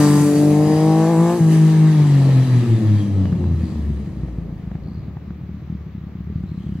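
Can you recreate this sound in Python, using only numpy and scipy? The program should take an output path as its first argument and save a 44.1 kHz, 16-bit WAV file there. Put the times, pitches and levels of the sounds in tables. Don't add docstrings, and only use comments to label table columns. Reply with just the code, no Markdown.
import sys
import numpy as np
from scipy import signal
from scipy.fft import rfft, irfft, next_fast_len
from scipy.io import wavfile
from scipy.ndimage import uniform_filter1d, map_coordinates

SR = 44100
rng = np.random.default_rng(int(sys.argv[2]) if len(sys.argv) > 2 else 0)


def boost_factor(decibels):
    exponent = np.asarray(decibels, float) / 20
    return 10 ** exponent


def store_wav(level_fs):
    pcm = np.round(np.clip(np.atleast_2d(level_fs), -1, 1) * 32767)
    wavfile.write(sys.argv[1], SR, pcm.T.astype(np.int16))


N = 299880

# time in seconds, firing rate in Hz,
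# level of the firing tone in dB before echoes.
ENGINE_RUN = [(0.03, 147.6, -15.5), (0.2, 146.3, -15.5), (0.31, 146, -23), (0.42, 147.9, -18.5),
              (0.55, 149.5, -16), (0.7, 153.5, -19), (0.88, 158.2, -14.5), (1.07, 162.5, -17),
              (1.11, 170, -16.5), (1.155, 161.6, -16.5), (1.2, 166.2, -11), (1.3, 172.1, -19),
              (1.37, 176.5, -29), (1.385, 169.6, -33), (1.41, 163.5, -11), (1.47, 160, -10.5),
              (1.89, 157.4, -11.5), (2.2, 137, -12.5), (2.41, 130.2, -12.5), (2.6, 122.4, -15),
              (2.88, 107.6, -15), (3.28, 93.8, -20.5), (3.82, 75.13, -23.5), (4.2, 63.5, -30.5),
              (4.6, 51.16, -36.5)]
# time in seconds, firing rate in Hz, drone level in dB,
# middle level in dB of the ordinary firings before scatter and trim.
IDLE_RUN = [(3.2, 29.42, -33, -14), (4.0, 28.55, -37, -26.5), (4.65, 28.2, -35, -27),
            (5.07, 36.03, -37, -26.5), (5.59, 37.9, -36, -31), (6.2, 35.45, -42, -27.5),
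            (6.3, 37.03, -34.5, -20.5), (6.5, 36.03, -33.5, -22.5), (6.58, 35, -43, -22.5),
            (6.8, 34.3, -42, -22)]
# time in seconds, then growl, rasp and hiss levels in dB before trims.
NOISE_LEVELS = [(0.03, -25.5, -29, -31.5), (0.31, -27.5, -36.5, -36.5), (0.45, -26, -37.5, -40),
                (0.72, -26.5, -37, -44), (1.15, -37, -37.5, -43), (1.36, -30, -38, -42),
                (1.47, -29, -40.5, -46), (1.53, -28, -35.5, -41), (1.6, -35, -37.5, -45),
                (1.83, -33.5, -37.5, -48.5), (2.24, -26, -37, -49), (2.61, -30, -38.5, -51.5),
                (2.72, -28.5, -41.5, -53.5), (3.02, -35.5, -43, -56), (3.12, -30.5, -47.5, -61),
                (3.5, -31.5, -50.5, -65), (3.62, -36.5, -48, -60), (4.52, -40, -61, -76.5),
                (6.13, -47.5, -62, -90), (6.58, -49.5, -59, -74)]


def unit(x):
    return x / np.sqrt(np.mean(x ** 2) + 1e-20)


def along(points, hz):
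    f, v = np.transpose(points)
    return np.interp(np.log(hz + 1), np.log(f + 1), v)


def curves(rows):
    s, *columns = np.transpose(rows)
    return [np.interp(np.arange(N) / SR, s, column) for column in columns]


def wobble(rate):
    knots = rng.standard_normal(int(N * rate / SR) + 4)
    return map_coordinates(knots, [np.arange(N) * rate / SR])


def filtered(x, response):
    m = next_fast_len(N + SR // 4)
    return irfft(rfft(x, m) * response(np.fft.rfftfreq(m, 1 / SR)), m)[..., :N]


def rush(gain, patchy_db, gate=1):
    # frequency in Hz, left-right likeness from 0 to 1.
    likeness = [(25, .8), (60, 1), (500, 0.82), (1500, 0.56), (4000, 0.41), (15000, 0.25)]
    z = signal.stft(rng.standard_normal((2, N)), nperseg=512)[2]
    field = rng.standard_normal(z.shape[1:])
    field = uniform_filter1d(uniform_filter1d(field, 6, 0), 12, 1)
    pair = gate * signal.istft(z * boost_factor(patchy_db * unit(field)), nperseg=512)[1][:, :N]

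    def mid_side_gain(hz):
        turn = np.arccos(np.clip(along(likeness, hz), -1, 1)) / 2
        return gain(hz) * [np.cos(turn), np.sin(turn)]

    mid, side = filtered(pair, mid_side_gain)
    return unit(np.array([mid + side, mid - side]))


def line(angle, db, flutter_db, smear):
    shake = smear * wobble(22) + 0.081 * wobble(1.26) * np.array([[1], [-1]])
    return np.sqrt(2) * boost_factor(db + flutter_db * wobble(18)) * np.cos(angle + shake)


def firing_angle():
    revs, idle = curves(ENGINE_RUN)[0], curves(IDLE_RUN)[0]
    rate = np.where(np.arange(N) < SR * ENGINE_RUN[-1][0], revs, idle)
    return 2 * np.pi * np.cumsum(rate) / SR


def lot(x):
    t = np.arange(SR // 2) / SR
    tail = rng.standard_normal((2, len(t))) * boost_factor(-60 * t / 0.5) * (t > .012)
    return signal.fftconvolve(x[None], tail / np.linalg.norm(tail[0]), axes=1)[:, :N]


def open_air():
    # frequency in Hz, relative spectral level in dB.
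    air_color = [(240, -26), (400, 0.5), (488, -5), (1000, -1.5), (1150, 5), (1440, -1.5), (2120, -2),
                 (3840, -15.5), (9190, -34), (15400, -20)]
    return boost_factor(-56.5) * rush(lambda hz: boost_factor(along(air_color, hz)), patchy_db=0.0)


def light_breeze():
    # frequency in Hz, relative spectral level in dB.
    breeze_color = [(15, -14), (30, 4), (60, -8.5), (120, 14.5), (300, -120)]
    level_db = -46.5 + 1.5 * wobble(2.68)
    return boost_factor(level_db) * rush(lambda hz: boost_factor(along(breeze_color, hz)), patchy_db=4.0)


def bird():
    # start in seconds, length in seconds, middle pitch in Hz, clicks per second,
    # level in dB before flutter and the lot's wash.
    buzzes = [(3.59, .18, 4550, 84, -48.5), (4.82, .26, 4400, 83, -52.5), (6.46, .17, 4050, 83, -55),
              (6.58, .22, 3100, 83, -53.5)]
    t, out = np.arange(N) / SR, np.zeros(N)
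    for start, length, hz, rate, db in buzzes:
        cycle = ((t - start) * rate) % 1
        swell = np.sin(np.pi * np.clip((t - start) / length, 0, 1) ** .65) ** 0.91
        click = np.exp(-((cycle - .5) / .15) ** 2)
        pitch = hz * (1 - .35 * (cycle - .5) + .05 * wobble(900))
        whistle = np.sin(2 * np.pi * np.cumsum(pitch) / SR)
        out += boost_factor(db + 2.1 * wobble(63)) * swell * click * whistle
    return out + boost_factor(-7) * lot(out)


def idle_drone():
    drone_db = curves(IDLE_RUN)[1]
    hum = line(2 * firing_angle(), drone_db, flutter_db=2.0, smear=0.5)
    return hum * np.clip((np.arange(N) / SR - ENGINE_RUN[-1][0]) / 0.086, 0, 1)


def exhaust_blows():
    # time in seconds, level in dB before the pipe and trim.
    pops = [(3.256, -14.5), (3.328, -13), (3.3876, -15), (3.5134, -18.5), (3.5477, -14.5), (3.6381, -16),
            (3.7253, -18), (3.9034, -17.5), (4.1723, -19), (4.2359, -17), (4.3867, -18), (4.528, -22),
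            (4.6773, -20), (4.7174, -21), (4.7545, -18), (4.8603, -25.5), (4.9779, -20.5), (5.0834, -21.5),
            (5.1696, -22.5), (5.3083, -22), (5.4934, -21), (5.5453, -23), (5.7022, -19.5), (5.727, -21.5),
            (5.7529, -23), (5.8677, -23.5), (5.953, -23), (5.9824, -24), (6.156, -21.5), (6.2746, -20.5),
            (6.302, -20.5), (6.4074, -23), (6.461, -26), (6.6674, -19), (6.694, -19.5), (6.7906, -23.5)]
    rate, _, usual_db = curves(IDLE_RUN)
    blows = list(pops)
    for (before, _), (after, _) in zip(pops, pops[1:]):
        count = round((after - before) * rate[int(before * SR)])
        for s in np.linspace(before, after, count + 1)[1:-1]:
            level_db = usual_db[int(s * SR)] + rng.normal(0, 2.6)
            blows.append((s + rng.normal(0, .0025), level_db))
    return blows


def thuds():
    # frequency in Hz, relative level in dB, 60 dB decay time in seconds
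    pipe_modes = [(174.2, 2.5, 0.076), (91, 0.5, 0.051), (319.6, -13.5, 0.051)]
    # time in seconds, level in dB before the noise gain and band.
    backfires = [(3.257, -21), (3.328, -29), (3.442, -26), (3.757, -32), (3.881, -32), (4.235, -34),
                 (4.287, -34), (4.717, -34), (4.756, -33), (5.172, -34), (5.308, -35)]
    blows = exhaust_blows()
    lead = 400
    t = np.arange(-lead, SR // 8) / SR
    rise = np.exp(-(np.minimum(t, 0) / 0.0042) ** 2)
    booms, cracks = np.zeros((2, N + SR))
    for s, db in blows:
        ring = 0
        for hz, mode_db, t60 in pipe_modes:
            decay = boost_factor(mode_db + rng.normal(0, 1.3) - 60 * np.maximum(t, 0) / t60)
            ring = ring + decay * np.cos(2 * np.pi * hz * (1 + 0.089 * rng.normal()) * t)
        booms[round(s * SR) - lead:][:len(t)] -= boost_factor(db - 3.0) * rise * ring

    for s, db in backfires + [(s, db - 25) for s, db in blows]:
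        envelope = np.clip((t + .003) / .0015, 0, 1) * boost_factor(db - 60 * t / .016)
        tone = np.cos(2 * np.pi * rng.uniform(500, 850) * t)
        puff = envelope * (1.6 * rng.standard_normal(len(t)) - .5 * tone)
        cracks[round(s * SR) - lead:][:len(t)] += puff

    def boom_band(hz):
        return 1 / (1 + (55 / (hz + 1)) ** 4)

    def crack_band(hz):
        return (hz / 500) ** 2 / (1 + (hz / 500) ** 2) / (1 + (hz / 1300) ** 3)

    return filtered(booms[:N], boom_band) + filtered(cracks[:N], crack_band)


def far_pops():
    pops = thuds()
    later = boost_factor(0.5) * np.roll(pops, 4)
    return np.array([pops, later]) + boost_factor(-21) * lot(pops)


def gear_whine():
    # time in seconds, whine level in dB over the rasp's table level.
    whine_over_rasp = [(0, -16), (.35, -15), (.47, -24), (.6, -17), (.92, -16), (1.0, -30), (2.2, -28),
                       (2.45, -17), (2.7, -21), (3.0, -14), (3.5, -17), (3.8, -30)]
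    level_db = curves(NOISE_LEVELS)[1] + curves(whine_over_rasp)[0]
    angle = firing_angle()
    blur = np.clip(np.arange(N) / SR / 2.5, .45, 1)
    return sum(line(multiple * angle + 1.3 * blur * wobble(170), level_db + db, flutter_db=5, smear=3)
               for multiple, db in ((31, 0), (32, -3)))


def gas_noise():
    # frequency in Hz, relative spectral level in dB.
    growl_color = [(30, -120), (45, -14.5), (90, 7.5), (180, 14), (350, 7), (600, -2), (900, -8.5),
                   (1300, -16.5), (2500, -120)]
    rasp_color = [(470, -16), (800, -2.5), (1300, -3.5), (1450, -11), (1780, -1.5), (2230, -7), (3530, -11),
                  (3890, -13), (5500, -17), (7150, -21), (12100, -120)]
    hiss_color = [(2650, -43.5), (4500, -9.5), (4740, -1), (5230, -0.5), (8020, 5.5), (8990, 2),
                  (9960, 2.5), (15400, -12)]
    # frequency in Hz, width in Hz, boost in dB.
    case_rings = [(1670, 380, 0.5), (3940, 134, 8), (4570, 290, 5), (6260, 550, 2.5), (8730, 210, -2),
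                  (10000, 400, 3)]

    def cases(hz):
        return boost_factor(sum(db / (1 + (2 * (hz - center) / width) ** 2) for center, width, db in case_rings))

    growl_db, rasp_db, hiss_db = curves(NOISE_LEVELS)
    puff = 1 + 0.086 * np.cos(firing_angle())
    growl = rush(lambda hz: boost_factor(along(growl_color, hz)), patchy_db=1.5)
    rasp = rush(lambda hz: boost_factor(along(rasp_color, hz)) * cases(hz), patchy_db=1.5, gate=puff)
    hiss = rush(lambda hz: boost_factor(along(hiss_color, hz)) * cases(hz), patchy_db=2.0, gate=puff)
    surge = wobble(8.7)
    growl = boost_factor(growl_db + 1.2 * wobble(12)) * growl
    rasp = boost_factor(rasp_db - 0.4 + 0.59 * surge) * rasp
    hiss = boost_factor(hiss_db + 1.36 + 0.27 * surge) * hiss
    return growl + rasp + hiss


def exhaust_note():
    # relative level in dB of each whole order of the firing rate, from the fourth up.
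    bark = [3, 1, -3.5, -8, -13.5, -40, -12, -28, -29.5, -21.5]
    # relative level in dB
    crank = [-10, 4, -15, -3.5, -8]
    upper_crank = [-15, -10.5, -14, -8, -7.5, -16.5, -14, -15, -17, -36, -48, -21, -17.5, -29.5, -33.5,
                   -21.5]
    # frequency in Hz, level in dB.
    pipe_open = [(290, -14), (310, -18), (350, -21), (430, -23), (520, -26), (590, -32.5), (1200, -30.5),
                 (1480, -44), (1700, -34.5), (2200, -30)]
    pipe_shut = [(100, -22), (160, -19), (210, -17.5), (275, -24.5), (325, -22.5), (360, -23.5), (400, -48),
                 (480, -37), (640, -41), (900, -35)]
    # time in seconds, echo strength from 0 to 1.
    echo_fades = [(1.2, 0.02), (1.53, 0.17), (1.73, 0.14), (1.95, 0.2), (2.06, .2), (2.29, 0.07),
                  (2.465, 0.5), (2.66, .68), (2.8, 0.64), (3.06, 0.6), (3.36, .85), (3.71, .95), (4.1, 0.8),
                  (4.55, 0.3)]

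    rate, tone_db = curves(ENGINE_RUN)
    angle, t = firing_angle(), np.arange(N) / SR
    shut_s, shut_takes_s = 1.349, 0.085
    bark_shut_db = -6.5
    shut = np.clip((t - shut_s) / shut_takes_s + .5, 0, 1)
    beside = np.exp(-t / .2)
    sink_db = 2.5 * beside - 3.5 * np.maximum(t - shut_s, 0) - 8.5 * np.maximum(t - 3.17, 0)
    close_db = 5.5 * beside + 1.0 * wobble(130)
    strength = np.clip(curves(echo_fades)[0], 0, .97)
    fade_s = np.transpose(echo_fades)[0]
    slip = 2 * np.pi * (.5 + np.interp(t, fade_s, np.arange(len(echo_fades))))

    def pipe_db(k, shut_db):
        when_open = along(pipe_open, k * rate)
        when_shut = along(pipe_shut, k * rate) + shut_db
        return sink_db + (1 - shut) * when_open + shut * when_shut

    def with_echo(k, start, db, **shake):
        both = (1 + strength * np.exp(-1j * k * slip)) / np.sqrt(1 + strength ** 2)
        return np.abs(both) * line(k * angle + start + np.angle(both), db, **shake)

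    note = with_echo(1, 1.8, tone_db, flutter_db=.4, smear=.06)
    note += with_echo(2, 0, pipe_db(2, 0), flutter_db=.7, smear=.1)
    note += with_echo(3, 0, pipe_db(3, 0), flutter_db=1.2, smear=.12)
    for k, db in enumerate(bark, start=4):
        note += line(k * angle, pipe_db(k, bark_shut_db) + close_db + db, flutter_db=2, smear=.25)

    thirds = [k / 3 for k in range(2, 40) if k % 3]
    crank_db = sink_db + (1 - shut) * -32 + shut * -32.5
    bark_db = pipe_db(5, bark_shut_db) + close_db
    levels = [crank_db + db for db in crank] + [bark_db + db for db in upper_crank]
    for k, db in zip(thirds, levels):
        note += line(k * angle + 6 * rng.random(), db, flutter_db=2.5, smear=.16)
    return note * np.clip((ENGINE_RUN[-1][0] - t) / 0.035, 0, 1)


def off_the_ground(x):
    # time in seconds, first notch in Hz, echo strength from 0 to 1.
    pavement_echo = [(0, 740, .6), (.1, 720, .65), (.19, 600, .85), (.27, 760, .8), (.5, 1250, .7),
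                     (.7, 1600, .55), (1, 2600, .3), (1.5, 5000, .05)]
    notch_hz, strength = curves(pavement_echo)
    here = np.arange(N)
    late = np.array([np.interp(here - SR / (2 * notch_hz), here, side) for side in x])
    return (x + strength * late) / (1 + strength)


def scene():
    bike = off_the_ground(exhaust_note()) + gas_noise() + gear_whine()
    return bike + idle_drone() + far_pops() + bird() + open_air() + light_breeze()


def roll_off(x):
    return signal.sosfilt(signal.butter(12, 15600, fs=SR, output="sos"), x)


def record(dry):
    # frequency in Hz, phase lead of the left port in radians.
    phase_lead = [(1000, 0.011), (1500, 0.26), (4000, -0.79), (5200, -1.7), (10000, -1.8), (15000, -0.93)]
    # frequency in Hz, left over right level in dB.
    left_over_right = [(60, 1), (120, 1.0), (240, 2), (480, 3), (950, 2), (1890, -1.5), (3770, 5.5),
                       (7520, 3), (15000, -9)]
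    side = np.array([[.5], [-.5]])
    dry = dry * np.clip(np.arange(N) / 60, 0, 1)

    def port_response(hz):
        return boost_factor(along(left_over_right, hz) * side) * np.exp(1j * along(phase_lead, hz) * side)

    return roll_off(filtered(dry, port_response))


dry = scene()
out = record(dry)
store_wav(out)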